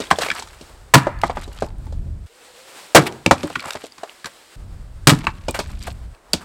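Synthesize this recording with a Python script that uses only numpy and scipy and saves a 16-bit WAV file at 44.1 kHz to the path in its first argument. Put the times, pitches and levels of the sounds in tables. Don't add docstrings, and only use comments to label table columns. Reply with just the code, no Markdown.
import sys
import numpy as np
from scipy import signal
from scipy.fft import rfft, irfft
from scipy.io import wavfile
from scipy.ndimage import uniform_filter1d

SR = 44100
rng = np.random.default_rng(int(sys.argv[2]) if len(sys.argv) > 2 else 0)


def elevation(decibels):
    levels = np.asarray(decibels, float)
    return 10 ** (levels / 20)


def log_audio(samples):
    frames = np.atleast_2d(samples).T
    limited = np.clip(frames, -1, 1)
    pcm = np.round(limited * 32767).astype(np.int16)
    wavfile.write(sys.argv[1], SR, pcm)


N = 284004
T = np.arange(N) / SR


def colour(x, points, band_hz):
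    hz = np.maximum(np.fft.rfftfreq(len(x), 1 / SR), 1)
    point_hz, point_db = np.transpose(points)
    spectrum = rfft(x) * elevation(np.interp(np.log(hz), np.log(point_hz), point_db))
    inside = (hz > band_hz[0]) & (hz < band_hz[1])
    rms = np.sqrt(2 * np.sum(np.abs(spectrum[inside]) ** 2)) / len(x)
    return irfft(spectrum, len(x)) / rms


def walk(rate):
    k = int(SR / rate)
    steps = np.repeat(rng.standard_normal(N // k + 1), k)
    slow = uniform_filter1d(uniform_filter1d(steps, k), k)[:N]
    return slow / slow.std()


def band(x, lo_hz, hi_hz):
    edges = [lo_hz, min(hi_hz, 0.45 * SR)]
    y = signal.sosfilt(signal.butter(2, edges, "bandpass", fs=SR, output="sos"), x)
    return y / np.sqrt(2 * (hi_hz - lo_hz) / SR)


def lowpass(x, hz):
    return signal.sosfilt(signal.butter(2, hz, fs=SR, output="sos"), x)


def fade(t, t60):
    return np.exp(-np.log(1000) * np.maximum(t, 0) / t60)


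def ring(t, modes, push_s):
    tones = sum(elevation(db) * fade(t, t60) * np.sin(2 * np.pi * hz * t) for hz, db, t60 in modes)
    return tones * (1 - np.exp(-t / push_s))


def add(out, s, sound):
    i = int(s * SR)
    out[i:i + len(sound)] += sound[:N - i]


CUT_TIMES = [.7, 2.262, 4.558, 6.138]
# (hush level at start [dB], hush level at end [dB], hush treble [dB], tree echo [dB], wind level [dB])
SHOT_LEVELS = [(-40.5, -49.5, -2.5, -47, -45.5), (-48, -54, -5.5, -30.5, -36.5),
               (-52, -49.5, 1, -43, -65.5), (-50.5, -51, -6, -37, -30), (-47, -46, -8.5, -25, -51)]


def by_shot(column):
    return np.array(SHOT_LEVELS, float)[np.searchsorted(CUT_TIMES, T), column]


# (time of peak [s], half length [s], rise in level [dB])
WIND_GUSTS = [(.48, 0.16, 4.5), (1.25, 0.22, 12), (1.85, 0.35, 13.5), (2.1, 0.14, 9.5), (4.72, 0.063, 4.5),
              (5.3, 0.275, 2.5), (5.8, 0.23, 6.5), (6.36, 0.072, 11)]
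# (frequency [Hz], level [dB per Hz])
WIND_SPECTRUM = [(12, -37), (20, 11.5), (70, 1.5), (223, -24), (375, -33), (483, -44.5), (536, -36.5),
                 (700, -42.5), (910, -76), (1540, -120)]


def wind():
    buffets = rng.standard_normal(N) * elevation(0.97 * walk(9.6))
    shot = np.searchsorted(CUT_TIMES, T)
    gust_db = np.zeros(N)
    for s, half, db in WIND_GUSTS:
        same_shot = shot == np.searchsorted(CUT_TIMES, s)
        gust_db += db * np.exp(-((T - s) / half) ** 2) * same_shot
    level_db = uniform_filter1d(by_shot(column=4) + gust_db, size=600)
    return elevation(level_db) * colour(buffets, WIND_SPECTRUM, (20, 200))


# (frequency [Hz], level [dB per Hz])
HUSH_SPECTRUM = [(40, -36), (100, -14.5), (250, -7.5), (350, -1.5), (550, -1.5), (900, -3), (1400, -4.5),
                 (2600, -6.5), (5000, -8), (9000, -11.5), (12500, -20), (16000, -23.5)]


def forest_hush():
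    hush = colour(rng.standard_normal(N), HUSH_SPECTRUM, (500, 10000))
    dull = lowpass(hush, 1800)
    edges, shot = np.array([0, *CUT_TIMES, N / SR]), np.searchsorted(CUT_TIMES, T)
    through = (T - edges[shot]) / np.diff(edges)[shot]
    level_db = by_shot(column=0) * (1 - through) + by_shot(column=1) * through
    level_db += np.interp(T, [2.31, 2.8, 3.25], [0, 7, 0])
    flicker_db = 1.6 * walk(25.07)
    return (dull + (hush - dull) * elevation(by_shot(column=2))) * elevation(level_db + flicker_db)


# (start time [s], level [dB], length [s], brightness [dB])
BARK_SHOWERS = [(0, -35.5, 0.033, 4.5), (0.14, -40, 0.15, -1), (0.332, -32.5, 0.043, -2.5),
                (0.48, -50.5, 0.16, -2.5), (1.22, -44, 0.086, 2), (1.345, -45.5, 0.095, 2.5),
                (1.507, -45.5, 0.18, -2.5), (3.327, -39, 0.15, -4.5), (3.477, -49.5, 0.13, 5),
                (3.609, -34, 0.15, -3.5), (3.795, -49, 0.069, 5.5), (3.97, -52, 0.14, -6.5),
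                (5.156, -50.5, 0.14, 7.5), (5.335, -60, 0.13, 5.5), (5.576, -45.5, 0.13, -2),
                (5.67, -57, .14, 3.5), (5.8, -51, 0.11, 7)]
# (frequency [Hz], level [dB per Hz])
DEBRIS_SPECTRUM = [(200, -20.5), (500, 0), (1500, 2), (4000, -2), (8000, -6), (13000, -15), (16000, -36)]


def debris():
    rise_s, fade_t60_s = 0.017, 0.13
    crumbs_per_s = 220
    rattle = np.zeros(N)
    for lo_hz, hi_hz in [(200, 1300), (900, 3200), (2200, 6500), (4500, 18000)]:
        landings = rng.random(N) < crumbs_per_s / SR
        crumbs = landings * elevation(4.5 * np.minimum(rng.exponential(size=N), 3))
        clacks = signal.fftconvolve(crumbs, fade(T[:1200], 0.015))[:N] * rng.standard_normal(N)
        rattle += np.sqrt(hi_hz - lo_hz) * band(clacks, lo_hz, hi_hz)
    rattle = colour(rattle, DEBRIS_SPECTRUM, (600, 10000))
    dull = lowpass(rattle, 2000)
    low, high, t = np.zeros(N), np.zeros(N), T[:SR // 2]
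    for s, level_db, length, tilt_db in BARK_SHOWERS:
        shape = np.minimum(t / rise_s, 1) * fade(t - length, fade_t60_s)
        add(low, s, elevation(level_db - tilt_db) * shape)
        add(high, s, elevation(level_db + tilt_db) * shape)
    return dull * low + (rattle - dull) * high


# (time [s], level [dB], pitch [Hz], click level [dB], thud level [dB])
PIECE_KNOCKS = [(0.002, -16, 426, -1.5, -9), (0.111, 3.5, 1079, -10, -16.5), (0.128, -15.5, 630, -19, -25),
                (0.186, -9.5, 613, -4, -16.5), (0.22, -16, 707, 2.5, -31), (0.233, -12.5, 1700, -6, -15),
                (0.262, -20.5, 633, -1.5, -33), (0.287, -22, 520, -3, -24.5),
                (0.302, -6.5, 2350, -23.5, -24), (0.314, -11, 1700, -8, -22), (0.395, -31.5, 920, 13, -8),
                (0.423, -25.5, 960, 4, -16), (0.473, -35, 1270, 1.5, -21), (0.611, -31.5, 401, 0.5, -0.5),
                (1.069, -5, 594, -24.5, -37), (1.235, -1.5, 831, -20.5, -14.5), (1.297, -11, 738, -24, -15),
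                (1.37, -14.5, 810, -17.5, -8), (1.477, -26, 374, -8, -16), (1.622, -8.5, 571, -16, -7.5),
                (1.867, -38.5, 900, -3.5, 1), (1.924, -32, 547, -5, -12.5), (3.261, -8.5, 517, -7.5, 4),
                (3.31, 9, 804, -11, -12.5), (3.349, -37, 662, -11, -6), (3.436, -13, 390, -13, -2),
                (3.453, -36, 550, 4, -6), (3.501, -22.5, 700, -24, -14), (3.557, -10.5, 1442, -14, -30),
                (3.564, -27, 173, -18.5, 1.5), (3.595, -17, 2290, -14, -30), (3.642, -32, 1030, -19, -33),
                (3.654, -21.5, 1280, -12, -8), (3.752, -17.5, 620, -9.5, -11.5), (3.839, -25, 445, -4, -33),
                (3.981, -34, 1090, 2, -8), (4.033, -17.5, 693, -10.5, -42), (4.244, -20, 1670, -4.5, -11),
                (4.257, -24.5, 1550, 7, -36), (5.241, -25.5, 905, -14, 3), (5.269, -3, 1090, -20, -19),
                (5.483, -11, 550, -5.5, -5.5), (5.547, -25, 555, 4, -6), (5.59, -11, 602, -0.5, -9),
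                (5.878, -19.5, 716, -21, -12.5), (6.335, -13.5, 579, 5.5, 0.5)]
# (pitch ratio, level [dB], share of the ring time)
PIECE_TONES = [(1, 7, 0.45), (.72, -3.5, 0.94), (1.38, -1, 0.51), (1.9, -12, 0.56), (2.3, -5, 0.34),
               (2.7, -11.5, 0.48), (3.9, -17, 0.29)]
# (frequency [Hz], level [dB], t60 [s])
PILE_TONES = [(87.5, -5.5, .1), (164, 5, 0.042), (234, 5, 0.038), (346.4, 1, 0.059)]


def knocks():
    out, t = np.zeros(N), T[:SR // 4]
    rise = 1 - np.exp(-t / 0.0018)
    for s, level_db, hz, click_db, thud_db in PIECE_KNOCKS:
        t60 = 0.042 * (700 / hz) ** 0.64
        detune = 1 + 0.095 * rng.standard_normal(len(PIECE_TONES) + len(PILE_TONES))
        noise = rng.standard_normal((2, len(t)))
        piece = [(hz * ratio * (1 if ratio == 1 else d), db, t60 * share)
                 for (ratio, db, share), d in zip(PIECE_TONES, detune)]
        body = ring(t, piece, 0.0027) * (fade(t, 0.049) + elevation(-6.5))
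        body = body / np.abs(body).max()
        grit = elevation(-11.5) * band(noise[0], 0.76 * hz, 1.72 * hz) * fade(t, 1.73 * t60)
        click_shape = fade(t, 0.014) + elevation(-15.5) * fade(t, 2.9 * t60)
        click = elevation(click_db) * band(noise[1], 2800, 7000) * click_shape
        pile = [(f * d, db, ring_s) for (f, db, ring_s), d in zip(PILE_TONES, detune[::-1])]
        thud = elevation(thud_db) * ring(t, pile, 0.0047)
        add(out, s, elevation(level_db) * (body + rise * (grit + click)))
        add(out, s + 0.003, elevation(level_db) * thud)
    return out


def tail(x, lo_hz, hi_hz, t60, build_s):
    t = T[:SR]
    echoes = band(rng.standard_normal(len(t)), lo_hz, hi_hz) * fade(t, t60) * (1 - np.exp(-t / build_s))
    return signal.fftconvolve(x, echoes / np.sqrt(np.sum(echoes ** 2)))[:N]


def surroundings(near):
    pile = elevation(-21.5) * tail(near, 270, 3800, t60=0.12, build_s=0.0022)
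    trees = elevation(by_shot(column=3)) * tail(near, 720, 2100, t60=0.75, build_s=0.01)
    ground = elevation(-31.5) * tail(near, 70, 260, t60=0.49, build_s=0.01)
    return pile + trees + ground


# (time [s], level [dB], pitch [Hz], ring t60 [s], noise level [dB])
CHIP_TICKS = [(0.0208, -17, 3700, 0.011, -7), (0.0707, -23.5, 3320, 0.0073, -14),
              (0.1585, -19.5, 3420, 0.0097, -6.5), (0.2173, -11.5, 4020, 0.011, -4),
              (0.262, -16, 2550, 0.016, -11.5), (0.2857, -9.5, 2250, 0.0076, -10.5),
              (0.4863, -36, 4000, 0.017, 3.5), (1.1887, -32.5, 4510, 0.0061, -2),
              (1.4426, -29.5, 3880, 0.018, -14), (1.5324, -43, 2870, 0.034, -14),
              (1.5872, -28.5, 3210, 0.0093, 2.5), (1.686, -39, 4490, .01, 0), (1.783, -46.5, 9000, .01, 4),
              (1.857, -45.5, 9500, .01, 4.5), (3.0898, -32, 3130, 0.016, -2),
              (3.1236, -27, 3120, 0.0028, 5), (3.262, 6.5, 2650, 0.006, -5),
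              (3.3811, -24.5, 2630, 0.012, 1), (3.3914, -32, 2380, 0.01, -6),
              (3.4317, -21, 2770, 0.0029, 9), (3.4724, -25, 8400, 0.0073, -4),
              (3.5275, -29.5, 2820, 0.012, -4.5), (3.5551, -10.5, 2500, 0.0082, -4.5),
              (3.6041, -20, 4380, 0.01, -3), (3.706, -24, 2800, 0.0067, 16),
              (3.7243, -27.5, 3600, 0.01, -2), (3.7335, -23.5, 3680, 0.012, 8.5),
              (3.9215, -28.5, 4780, 0.012, -9), (4.0954, -17.5, 2950, 0.0041, -16.5),
              (4.198, -43, 3860, 0.016, 2), (5.2689, -2.5, 2655, 0.0083, -12),
              (5.4881, -23, 2420, 0.067, -8), (5.5091, -16, 8200, 0.0069, -2),
              (5.826, -28, 4690, 0.015, 3.5), (5.9259, -40.5, 8160, 0.008, 2),
              (6.1479, -44, 2600, 0.021, 5.5), (6.333, 0.5, 4630, 0.014, -0.5)]


def ticks():
    out, t = np.zeros(N), T[:SR // 8]
    spit_shape = fade(t, 0.011) * (1 - np.exp(-t / 0.0015))
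    for s, level_db, hz, t60, spit_db in CHIP_TICKS:
        spit = band(rng.standard_normal(len(t)), 0.36 * hz, 2.0 * hz) * spit_shape
        tones = ring(t, [(hz, 0, t60), (1.3 * hz, -5, 0.25 * t60)], 0.00028)
        add(out, s, elevation(level_db) * (tones + elevation(spit_db) * spit))
    return out


# (time [s], level [dB], resonance [Hz], swell [s], fade t60 [s])
SCUFFS_AND_TICKS = [(0.102, -24.5, 2630, 0.0024, 0.045), (0.194, -23, 2000, .025, 0.3),
                    (.365, -31.5, 1560, 0.019, 0.13), (1.2146, -27.5, 4540, 0.0013, 0.017),
                    (3.052, -20.5, 2030, .02, 0.042), (3.66, -32.5, 1540, 0.024, 0.13),
                    (4.234, -33, 1400, 0.037, 0.049), (5.536, -26, 1710, .012, 0.16),
                    (5.596, -25.5, 1990, 0.0042, 0.048), (5.867, -29.5, 1256, 0.0047, 0.075),
                    (6.328, -30, 2970, 0.0105, 0.076), (6.40, -39.5, 1430, 0.015, 0.11)]


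def scuffs_and_short_ticks():
    out, t = np.zeros(N), T[:SR // 4]
    for s, level_db, hz, swell, t60 in SCUFFS_AND_TICKS:
        noise = rng.standard_normal((3, len(t)))
        rough = elevation(3.0 * uniform_filter1d(noise[2], size=70) * np.sqrt(70))
        shape = np.minimum(t / swell, 1) ** 2 * fade(t - swell, t60) * rough
        hiss = band(noise[0], 0.37 * hz, 1.32 * hz) + elevation(-8) * band(noise[1], 2100, 11000)
        add(out, s, elevation(level_db) * shape * hiss)
    return out


# (time [s], drive level [dB], fade t60 [s], log pitch [Hz], splinter level [dB])
LOG_CRACKS = [(0.938, 2, 0.068, 1128, -4.5), (2.948, 8, 0.044, 515, -6.5), (2.960, 2, 0.048, 1260, -8.5),
              (5.071, -4, .05, 1167, 1), (5.093, -13, 0.035, 1736, 0), (5.105, -17, 0.1, 894, -3.5)]


def cracks():
    out, t = np.zeros(N), T[:SR // 2]
    tear_s = 0.0067
    rise = 1 - np.exp(-(t / 0.00048) ** 2)
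    for s, drive_db, t60, hz, splinter_db in LOG_CRACKS:
        noise = rng.standard_normal((3, len(t)))
        jerks = elevation(4.22 * uniform_filter1d(noise[2], size=60) * np.sqrt(60))
        tearing = fade(t - tear_s, t60) + elevation(-25.5) * fade(t - tear_s, 0.27)
        log = band(noise[0], 0.51 * hz, 1.42 * hz)
        splinters = elevation(splinter_db) * band(noise[1], 1400, 7700)
        add(out, s, elevation(drive_db) * rise * jerks * tearing * (log + splinters))
    return out


# (time [s], drive level [dB], ring t60 [s], hardness [dB per octave])
BLOCK_THUMPS = [(0.943, 1.5, 0.088, 3.5), (0.959, 4.5, 0.11, 3), (2.950, -2.5, 0.1, 8),
                (2.976, -8, 0.099, 14), (2.982, -4.5, 0.14, 6.5), (5.072, 7, 0.1, 6), (5.119, 2.5, 0.11, 2)]
# (frequency [Hz], level [dB], share of the ring time)
BLOCK_TONES = [(143.5, 4.5, 0.67), (192, -5.5, 0.63), (255, -3.5, .45), (297.6, -10, 0.77),
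               (419, -11, 0.38), (527.4, -14.5, 0.29), (660, -20, 0.06)]


def thumps():
    out, t = np.zeros(N), T[:SR // 2]
    lowest_hz = BLOCK_TONES[0][0]
    for s, drive_db, t60, hard_db in BLOCK_THUMPS:
        modes = [(hz, db + hard_db * np.log2(hz / lowest_hz), share * t60) for hz, db, share in BLOCK_TONES]
        add(out, s, -elevation(drive_db) * ring(t, modes, 0.006))
    return out


# (time [s], frequency [Hz], level [dB], t60 [s])
AFTER_RINGS = [(1.665, 880, -37, 0.14), (1.866, 873, -41.5, 0.11), (2.97, 47.6, -45, 2.6),
               (3.44, 306, -18, 0.16), (3.44, 568, -26, .12), (5.285, 874, -25, .08)]


def after_rings():
    out, t = np.zeros(N), T[:int(1.55 * SR)]
    for s, hz, db, t60 in AFTER_RINGS:
        add(out, s, ring(t, [(hz, db, t60)], 1.5 / hz))
    return out


def far_tone():
    span_s = (2.29, 2.75)
    hz = np.interp(T, span_s, (480, 537)) * (1 + 0.04 * walk(60))
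    phase = 2 * np.pi * np.cumsum(hz) / SR
    gate = np.clip(np.minimum(T - span_s[0], span_s[1] - T) / 0.018, 0, 1)
    level_db = np.interp(T, span_s, (-57, -54)) + 3.2 * walk(39.7)
    return np.sqrt(2) * gate * elevation(level_db) * np.sin(phase)


def scene():
    near = cracks() + thumps() + knocks() + ticks() + scuffs_and_short_ticks()
    answers = surroundings(near) + after_rings()
    background = debris() + wind() + forest_hush() + far_tone()
    return (near + answers + background)[None]


# (frequency [Hz], level [dB])
MICROPHONE_RESPONSE = [(4500, 0), (6200, -4), (8000, 2), (9800, -2.5), (12000, -0.5)]


def microphone(x):
    hz = np.fft.rfftfreq(N, 1 / SR)
    return irfft(rfft(x) * elevation(np.interp(hz, *np.transpose(MICROPHONE_RESPONSE))), N)


def overload(x):
    x = np.clip(x, -1.1, 1.1)
    x = signal.sosfilt(signal.butter(1, 75, "highpass", fs=SR, output="sos"), x)
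    x = signal.sosfilt(signal.butter(2, 24, "highpass", fs=SR, output="sos"), x)
    return np.clip(x, -1, 1)


def roll_off(x):
    return signal.sosfilt(signal.butter(12, 16240, fs=SR, output="sos"), x)


def record(dry):
    mix = overload(microphone(dry))
    return roll_off(mix)


dry = scene()
out = record(dry)
log_audio(out)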